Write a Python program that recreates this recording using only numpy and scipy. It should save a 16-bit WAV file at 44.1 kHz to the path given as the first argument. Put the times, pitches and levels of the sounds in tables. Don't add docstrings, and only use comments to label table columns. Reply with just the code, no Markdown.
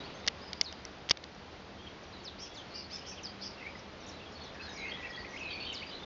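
import sys
import numpy as np
from scipy import signal
from scipy.fft import rfft, irfft, next_fast_len
from scipy.io import wavfile
from scipy.ndimage import uniform_filter1d

SR = 44100
rng = np.random.default_rng(int(sys.argv[2]) if len(sys.argv) > 2 else 0)


def generate_wav(signal):
    frames = np.transpose(np.atleast_2d(signal))
    scaled = np.clip(frames, -1, 1) * 32767
    pcm = np.round(scaled).astype(np.int16)
    wavfile.write(sys.argv[1], SR, pcm)


def natural_amplitude(level_db):
    exponent = np.asarray(level_db, float) / 20
    return 10 ** exponent


N = 266805
TOP_HZ = 7800


def evened(x):
    return x / np.sqrt(np.mean(x ** 2) + 1e-20)


def read(points, hz):
    f, value = np.transpose(points)
    return np.interp(np.log(hz + 1), np.log(f + 1), value)


def add(mix, s, sound):
    part = mix[round(s * SR):][:len(sound)]
    part += sound[:len(part)]


def wander(count, rate_hz):
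    wide = max(int(SR / rate_hz / 2), 2)
    once = uniform_filter1d(rng.standard_normal(count), wide)
    return uniform_filter1d(once, wide) * np.sqrt(1.51 * wide)


def hum(patchy_db, swell_db):
    # hz, level_db per Hz
    traffic = [(25, -18.5), (45, -4), (130, -3.5), (400, -3), (800, -6), (1500, -11), (2500, -13.5),
               (3500, -14.5), (4500, -16.5), (5500, -20), (8000, -20.5)]
    # time_s, level_db
    traffic_level = [(0.0, -48.5), (1.01, -52), (6.05, -49)]
    # pitch_hz, width_hz, level_db
    drones = [(78.1, 8.8, -59.5), (195, 11.84, -61)]
    # time_s, level_db
    motor = [(0, -62), (1.1, -63), (1.4, -59), (1.8, -63), (2.2, -58), (2.6, -63), (3.0, -57), (3.45, -55),
             (3.6, -62), (6.05, -61)]
    frames, hz = N // 256 + 9, np.fft.rfftfreq(2048, 1 / SR)
    a, b, patches = rng.standard_normal((frames, len(hz), 3)).T
    patches = evened(uniform_filter1d(uniform_filter1d(patches, 20, 0), 12, 1))
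    swell = evened(uniform_filter1d(rng.standard_normal(frames), 16))
    z = (a + 1j * b) * natural_amplitude(read(traffic, hz)[:, None] + patchy_db * patches + swell_db * swell)
    wide = evened(signal.istft(z, nperseg=2048, noverlap=1792)[1][:N])
    t = np.arange(N) / SR
    out = natural_amplitude(np.interp(t, *np.transpose(traffic_level)) + 2.99) * wide
    load_db = np.interp(t, *np.transpose(motor))
    for (drone_hz, width_hz, drone_db), load in zip(drones, (0, load_db - load_db.mean())):
        turns = np.cumsum(drone_hz + 0.253 * width_hz * wander(N, 6.0)) / SR
        out += natural_amplitude(drone_db + load + 0.5 + 3.2 * wander(N, 26)) * np.sin(2 * np.pi * turns)
    return out


def curves(start, length):
    t = np.arange(-.003, length + 0.0058, 1 / SR)
    edge = np.clip(np.minimum(t - t[0], t[-1] - t) / 0.004, 0, 1)
    return start + t[0], np.sin(np.pi / 2 * edge) ** 2, np.clip(t / length, 0, 1)


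def glide(u, length, from_hz, to_hz):
    return from_hz + (to_hz - from_hz) * u


def sink(u, length, sink_s, rest_hz):
    return rest_hz + (TOP_HZ - rest_hz) * np.exp(-u * length / sink_s)


def slide(u, length, knee_hz, end_hz):
    return knee_hz + (end_hz - knee_hz) * u + (TOP_HZ - knee_hz) * np.exp(-u * length / .008)


def settle(u, length, from_hz, to_hz):
    return to_hz + (from_hz - to_hz) * (1 - u) ** 8


def turn_back(u, length, ends_hz, top_hz):
    return ends_hz + (top_hz - ends_hz) * np.sin(np.pi * u)


def whistles(notes, law, swell_db, fade_db, flutter_db, flutter_hz, waver, trill_hz=0.):
    out = np.zeros(N)
    for s, length, a, b, level_db in notes:
        start, edge, u = curves(s, length)
        hz = law(u, length, a, b)
        db = level_db - swell_db * (2 * u - 1) ** 2 - fade_db * (u - .5)
        db = db + flutter_db * wander(len(hz), flutter_hz)
        shake = np.sin(2 * np.pi * np.cumsum(80 * (1 + .3 * wander(len(hz), 30))) / SR)
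        turns = np.cumsum(hz * (1 + waver * wander(len(hz), 150)) + trill_hz * shake) / SR
        grain = 1 + .35 * wander(len(hz), 500)
        add(out, max(start, 0), np.sqrt(2) * edge * natural_amplitude(db) * grain * np.sin(2 * np.pi * turns))
    return out


def garden(x, stretch):
    # hz, t60_s
    echo_decay = [(1500, .5), (3500, .4), (7000, .25)]
    taps = np.zeros(SR // 2)
    at = np.arange(130, len(taps) - 20, 20)
    taps[at + rng.integers(0, 20, len(at))] = rng.choice([-1., 1.], len(at))
    hz, t, z = signal.stft(taps, SR, nperseg=256)
    t60 = stretch * read(echo_decay, hz)[:, None]
    tail = signal.istft(z * natural_amplitude(-60 * t / t60), SR, nperseg=256)[1]
    share, speed_hz = .35, 200
    flecks = (1 + share * wander(N, speed_hz)) / np.hypot(1, share)
    return flecks * signal.fftconvolve(x, tail / np.linalg.norm(tail))[:N]


def far_birds():
    # start_s, length_s, from_hz, to_hz,
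    # level_db
    thin_notes = [(.003, .038, 3800, 4150, -58), (.045, .025, 4250, 4900, -59), (.14, .06, 6320, 6300, -65),
                  (.06, .06, 4700, 4750, -72), (1.815, 0.12, 5940, 5780, -72), (2.06, .05, 5850, 5650, -68),
                  (2.46, 0.085, 3400, 3350, -61.5), (2.708, 0.02, 4400, 4300, -59),
                  (2.843, 0.009, 4300, 4500, -51), (2.2, .01, 4600, 4450, -57), (2.682, .006, 5700, 5650, -60),
                  (3.695, 0.12, 4960, 5100, -65), (3.82, .065, 3460, 3270, -68), (4.02, 0.11, 3700, 3740, -62.5),
                  (4.22, 0.02, 4425, 4575, -62), (4.335, 0.032, 4460, 4400, -56.5), (4.4, .05, 4300, 4460, -62),
                  (4.688, .022, 6600, 6100, -59), (4.71, .05, 6150, 5600, -57), (4.775, .02, 5600, 5560, -58),
                  (4.7, 0.21, 5200, 4720, -64), (4.73, 0.18, 6730, 6280, -58.5), (4.69, .045, 3860, 3734, -58.5),
                  (4.545, .015, 5700, 5000, -59), (3.278, 0.03, 4750, 4900, -55), (4.882, .016, 4450, 4400, -54),
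                  (4.99, 0.1, 3290, 3300, -62), (5.01, .11, 5330, 4970, -65), (5.01, 0.16, 6880, 6300, -65),
                  (5.291, .028, 6200, 5450, -58), (5.328, .045, 5800, 5000, -58),
              (5.375, 0.025, 5100, 6200, -58), (5.4, 0.02, 6000, 4950, -58), (5.42, 0.014, 4900, 5400, -59),
              (5.432, .03, 4400, 3900, -58), (5.472, .04, 4000, 3780, -52), (5.642, .12, 4100, 3520, -55.5),
              (5.778, .05, 4780, 4450, -53), (5.863, 0.045, 4750, 4830, -56),
              (5.927, .025, 3950, 4000, -48), (5.958, 0.035, 3980, 3850, -59),
              (5.999, 0.043, 3500, 3660, -58)]
    far = whistles(thin_notes, glide, swell_db=1.0, fade_db=0.5, flutter_db=4, flutter_hz=70, waver=.008)
    return far + natural_amplitude(-5.5) * garden(far, .45)


def wide_buzzes():
    # start_s, length_s, from_hz, to_hz, level_db
    buzzes = [
        (.004, 0.13, 3096, 3000, -59.5),
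        (2.54, 0.047, 6830, 6030, -53),
        (4.068, 0.038, 7100, 6840, -52),
        (4.36, .13, 3940, 3700, -60),
        (5.727, .02, 7240, 6600, -47),
        (5.31, .12, 6630, 6440, -58.5),
        (5.59, .18, 3500, 3410, -55),
        (5.86, 0.12, 4090, 3680, -57),
    ]
    buzz = whistles(buzzes, glide, swell_db=3, fade_db=1.0, flutter_db=5, flutter_hz=200, waver=.05, trill_hz=450)
    return natural_amplitude(-3.5) * buzz + natural_amplitude(-3) * garden(buzz, 0.75)


def trilling_bird():
    # start_s, length_s, from_hz, to_hz, level_db
    trilled = [(.185, .075, 3600, 3750, -59), (.415, .02, 4650, 5150, -52), (.44, .06, 5050, 5000, -57),
               (.55, 0.037, 4800, 5030, -56), (.69, 0.12, 4880, 4775, -61), (4.745, .03, 2310, 2220, -54),
               (4.96, 0.022, 3600, 3800, -54), (5.6, 0.064, 4370, 4520, -45.5),
               (3.575, 0.057, 2800, 2480, -51.5), (4.32, .03, 5640, 4970, -59),
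               (4.32, .02, 6575, 6800, -58), (4.4, 0.12, 3470, 3350, -57.5),
               (4.545, 0.093, 1830, 1530, -52.5), (4.64, 0.091, 1580, 1900, -53.5),
               (4.77, .075, 2230, 2134, -46), (4.84, .12, 2150, 1997, -44.5),
               (4.815, 0.081, 2350, 2770, -46), (5.148, .022, 3950, 4000, -54),
               (5.161, .006, 4300, 4550, -46), (5.185, .009, 4650, 4950, -52),
               (5.198, .015, 4700, 4400, -47), (5.4, .18, 2600, 2410, -43),
               (5.58, 0.093, 2430, 3040, -47.5), (5.66, 0.079, 3110, 3047, -43.5),
               (5.5, 0.029, 3120, 3480, -44.5), (5.9, .045, 3060, 2990, -50.5)]
    trills = whistles(trilled, glide, swell_db=3.5, fade_db=4.0, flutter_db=1.4, flutter_hz=92, waver=0.01,
                      trill_hz=90)
    return natural_amplitude(-2.5) * trills + natural_amplitude(-6.0) * garden(trills, 1.0)


def casing():
    # time_s, peak_db, snap_hz, thump_db
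    clicks = [(.2445, -38, 2300, -22), (.2656, -31, 3600, -25), (.2661, -28, 4900, -25),
              (.2765, -10.5, 5200, -19), (.2777, -20, 2500, -37), (.2783, -19, 2600, -35),
              (.2793, -20, 3060, -30), (.2800, -18, 3620, -25), (.2808, -20, 5800, -30),
              (.2814, -13, 3250, -32), (.2820, -17, 4100, -30), (.2825, -16, 5600, -30),
              (.2839, -20, 4300, -25), (.2844, -21, 5200, -25), (.2849, -22, 2900, -25),
              (.5314, -23, 4500, -35), (.5320, -21, 4400, -35), (.6094, -38, 3000, -30),
              (.6124, -7.5, 5190, -22), (.61279, -10, 5190, -30), (.6142, -16, 4870, -30),
              (.6155, -22, 4330, -25), (.7261, -31, 5400, -8), (.7268, -33, 3100, -15),
              (.8517, -28, 5680, -14.5), (.8522, -30, 5150, -20), (1.0906, -27, 3000, -24),
              (1.0966, -13.5, 5300, -30), (1.0988, -28, 4800, -32), (1.1005, -32, 3200, -32),
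              (1.1020, -31, 2930, -32), (1.1031, -29, 5500, -34), (1.1058, -32, 4500, -30),
              (1.1090, -12, 3080, -30), (1.1097, -15, 4500, -30), (1.1106, -6, 5600, -13),
              (1.1110, -16, 5900, -30), (1.1115, -11, 3600, -23), (1.1126, -14, 5230, -32),
              (1.1132, -19, 4800, -32), (1.1141, -7, 5100, -42), (1.1148, -17, 3420, -35),
              (1.1720, -31, 3700, -12), (1.1727, -34, 2200, -12), (1.1736, -34, 5000, -15),
              (1.2377, -37, 2300, -25), (1.2405, -27, 4260, -27), (1.349, -43, 5700, -33)]
    # hz, level_db, t60_s
    shell = [(1010, -55.5, 0.011), (2150, 0, 0.022), (3000, -9.5, 0.036), (3450, 0, 0.015),
             (4550, -11, 0.03), (5200, -22, 0.012), (5800, 2, 0.013), (6300, 4, 0.011), (7350, 4, 0.012)]
    out, t = np.zeros(N), np.arange(1500) / SR
    hz, db, t60 = np.transpose(shell)[:, :, None]
    grip = 0.7
    chance = 2 * rng.random((len(clicks), 2, len(shell), 1)) - 1
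    swing = t / 0.00019
    push = (1 - t / 0.00053) * np.exp(-t / 0.00032) * np.minimum(t / .0001, 1)
    for (s, peak_db, snap_hz, thump_db), (detune, spot) in zip(clicks, chance):
        snap = swing * np.exp(1 - swing) * np.sin(2 * np.pi * snap_hz * t)
        level_db = db - 3 * abs(np.log2(hz / snap_hz)) + 3 * spot - 60 * t / (t60 * grip)
        modes = (natural_amplitude(level_db) * np.sin(2 * np.pi * hz * (1 + 0.061 * detune) * t)).sum(0)
        ring = natural_amplitude(-12.5) * np.minimum(swing, 1) * modes
        add(out, s, natural_amplitude(peak_db) * (snap + ring + natural_amplitude(thump_db) * 4 * push))
    return out


def near_birds():
    # start_s, length_s, sink_s, rest_hz, level_db
    sweeps = [
        (.624, 0.075, .024, 3420, -44.5),
        (2.538, 0.08, .021, 2935, -49),
        (4.078, 0.02, .03, 2560, -45),
    ]
    # start_s, length_s, knee_hz, end_hz, level_db
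    slides = [
        (2.233, .054, 6400, 3500, -43.5),
        (3.227, .046, 5500, 4450, -43),
        (5.727, .063, 5700, 3400, -43),
    ]
    # start_s, length_s, from_hz, to_hz, level_db
    dives = [
        (2.03, .015, 6800, 5030, -63),
        (2.288, 0.021, 3570, 3080, -53.5),
        (4.0, 0.049, 6140, 5200, -60),
        (3.78, .04, 6800, 3600, -62),
        (4.19, .025, 3850, 2930, -62),
        (4.428, .032, 6775, 5040, -56),
        (5.79, .022, 3340, 2950, -53),
        (4.066, .006, 5700, 7600, -52),
        (5.085, 0.046, 6630, 3370, -58),
    ]
    # start_s, length_s, from_hz, to_hz, level_db
    drops = [
        (2.125, 0.047, 5250, 3970, -57),
        (3.264, .052, 4410, 3160, -58),
        (4.118, 0.064, 4750, 3950, -60),
        (4.765, .083, 5900, 3900, -53.5),
    ]
    near = whistles(sweeps, sink, swell_db=6.5, fade_db=0.4, flutter_db=1.0, flutter_hz=80, waver=.006)
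    near += whistles(slides, slide, swell_db=8.5, fade_db=-6, flutter_db=2.0, flutter_hz=80, waver=0.01)
    near += whistles(dives, glide, swell_db=4.5, fade_db=-0.5, flutter_db=3.5, flutter_hz=80, waver=.008)
    near += whistles(drops, settle, swell_db=-1.0, fade_db=5.5, flutter_db=2.0, flutter_hz=80, waver=0.006)
    return near + natural_amplitude(-6.5) * garden(near, 0.7)


def tree_singer():
    # start_s, length_s, from_hz, to_hz, level_db
    glides = [(1.76, 0.09, 3100, 3325, -58.5), (1.555, 0.03, 2100, 2075, -62),
              (3.008, 0.018, 2875, 2900, -52.5), (3.174, .026, 3500, 2550, -45.5),
              (3.2, .018, 2700, 2950, -55), (3.118, .018, 2600, 2450, -56), (3.43, 0.022, 3600, 3150, -51),
              (3.605, 0.028, 2000, 2150, -51), (3.65, 0.038, 2080, 2460, -45),
              (3.75, .018, 2050, 1970, -52), (4.235, .015, 2600, 2750, -60),
              (5.505, .07, 4510, 4470, -47.5), (4.255, 0.028, 3500, 3240, -55),
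              (4.595, 0.02, 2575, 2580, -51), (4.93, 0.14, 2047, 1920, -53), (5.045, .032, 1930, 1920, -49),
              (5.088, .065, 1920, 1920, -47), (5.17, .045, 1920, 1920, -47), (5.27, 0.06, 1916, 1904, -57),
              (5.125, 0.045, 3280, 3340, -49), (4.9, .012, 3000, 3230, -50),
              (4.914, .042, 3230, 3350, -43.5), (5.245, .01, 2275, 2600, -52),
              (5.24, 0.024, 1970, 2150, -51), (5.33, 0.031, 2260, 1990, -50.5),
              (5.36, 0.024, 1990, 3200, -45.5), (5.382, .015, 3150, 2400, -48.5),
              (5.79, .012, 2000, 1900, -55), (5.73, .015, 2150, 2200, -52), (5.82, 0.022, 2150, 2900, -44)]
    # start_s, length_s, ends_hz, top_hz, level_db
    arches = [
        (1.86, .03, 2150, 3260, -54.5),
        (3.04, .045, 2900, 3290, -54),
        (4.2, 0.033, 2570, 2800, -56),
        (5.027, .043, 2316, 2690, -45.5),
        (5.72, 0.017, 2260, 2790, -46),
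    ]
    song = whistles(glides, glide, swell_db=4.5, fade_db=-1.5, flutter_db=3, flutter_hz=110, waver=.008)
    song += whistles(arches, turn_back, swell_db=2.5, fade_db=-0.7, flutter_db=3, flutter_hz=110, waver=0.01)
    return song + natural_amplitude(-8.5) * garden(song, .85)


def chirps(waver):
    # start_s, length_s, low_voice_top_hz, high_voice_top_hz, level_db
    calls = [
        (2.383, .088, 2750, 3290, -45.5),
        (2.738, .085, 2400, 2860, -45.5),
        (2.897, .094, 2640, 3580, -44),
        (3.05, .095, 2770, 3400, -46),
        (3.395, .095, 2500, 2960, -44),
        (4.606, .075, 2150, 2900, -50),
    ]
    # times_low_voice, times_high_voice, level_db
    mixing = [(1, 0, -1), (0, 1, 0), (2, 0, 0), (1, 1, -2), (0, 2, -5), (3, -1, -9), (-1, 3, -9)]
    beaks = [5400, 5070, 5200, 5900, 5200, 4200]
    scoops = [.3, .11, .33, .34, .29, .2]
    lateness = [1.2, .7, 1.1, 1.0, 1.35, .75]
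    plain = [-6, -4, -2, -6, -10, -9]
    rasps = [.4, .5, .65, .9, .8, .2]
    out = np.zeros(N)
    for call, beak_hz, scoop, late, plain_db, share in zip(calls, beaks, scoops, lateness, plain, rasps):
        s, length, low_top_hz, high_top_hz, top_db = call
        start, edge, u = curves(s, length)
        effort = np.sin(np.pi * u ** late)
        depth = scoop * (1 - .4 * u)
        arch = 1 - depth * (1 - effort) ** 1.3
        db = top_db - 4.5 * (1 - effort)
        low_hz = low_top_hz * arch * (1 + waver * wander(len(u), 220))
        high_hz = high_top_hz * arch * (1 + waver * wander(len(u), 220))
        tones = 0
        for low, high, tone_db in mixing:
            hz = low * low_hz + high * high_hz
            beak_db = 10 / (1 + ((hz - beak_hz) / 800) ** 2)
            rasp = share * (low + high - 1) * wander(len(hz), 400)
            open_db = plain_db if low + high == 1 else -7 * (1 - effort) ** 2
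            gain = natural_amplitude(tone_db + beak_db + open_db + 2.5 * wander(len(hz), 50)) * (1 + rasp)
            tones = tones + gain * np.sin(2 * np.pi * np.cumsum(hz) / SR)
        add(out, start, edge * natural_amplitude(db) * evened(tones))
    return out + natural_amplitude(-5) * garden(out, 1.0)


def scene():
    background = hum(patchy_db=0.14, swell_db=0.4)
    birds = far_birds() + wide_buzzes() + trilling_bird()
    birds += near_birds() + tree_singer() + chirps(waver=.008)
    return (background + birds + casing())[None]


def gain_control(x):
    power_db = 10 * np.log10(abs(uniform_filter1d(x ** 2, 300)) + 1e-12)
    fall = np.arange(N) * 78.0 / SR
    over_db = np.maximum(np.maximum.accumulate(power_db + fall) - fall + 26.0, 0)
    late_db = signal.lfilter([.0015], [1, -.9985], over_db)
    return x / natural_amplitude(0.37 * late_db)


def microphone(x):
    # hz, level_db
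    response = [(20, -9.5), (40, -0.24), (5000, -0.7), (6000, -4.5), (7000, -15), (7500, -28), (7720, -52),
                (7900, -64)]
    # hz, level_db
    mirror = [(8150, -30), (8350, -22), (8600, -21), (8900, -35), (9300, -70), (9600, -150)]
    size = next_fast_len(N)
    hz = np.fft.rfftfreq(size, 1 / SR)
    heard = rfft(x, size) * natural_amplitude(np.interp(hz, *np.transpose(response), right=-150))
    folded = np.round(16000 * size / SR).astype(int) - np.arange(len(hz))
    folded = np.clip(folded, 0, len(hz) - 1)
    heard += np.conj(heard[folded]) * natural_amplitude(np.interp(hz, *np.transpose(mirror), left=-150))
    return irfft(heard, size)[None, :N]


def low_pass(x):
    return signal.sosfilt(signal.butter(12, 9200, fs=SR, output="sos"), x)


def record(dry):
    mix = microphone(gain_control(dry[0])) * signal.windows.tukey(N, 400 / N)
    return low_pass(mix)


dry = scene()
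out = record(dry)
generate_wav(out)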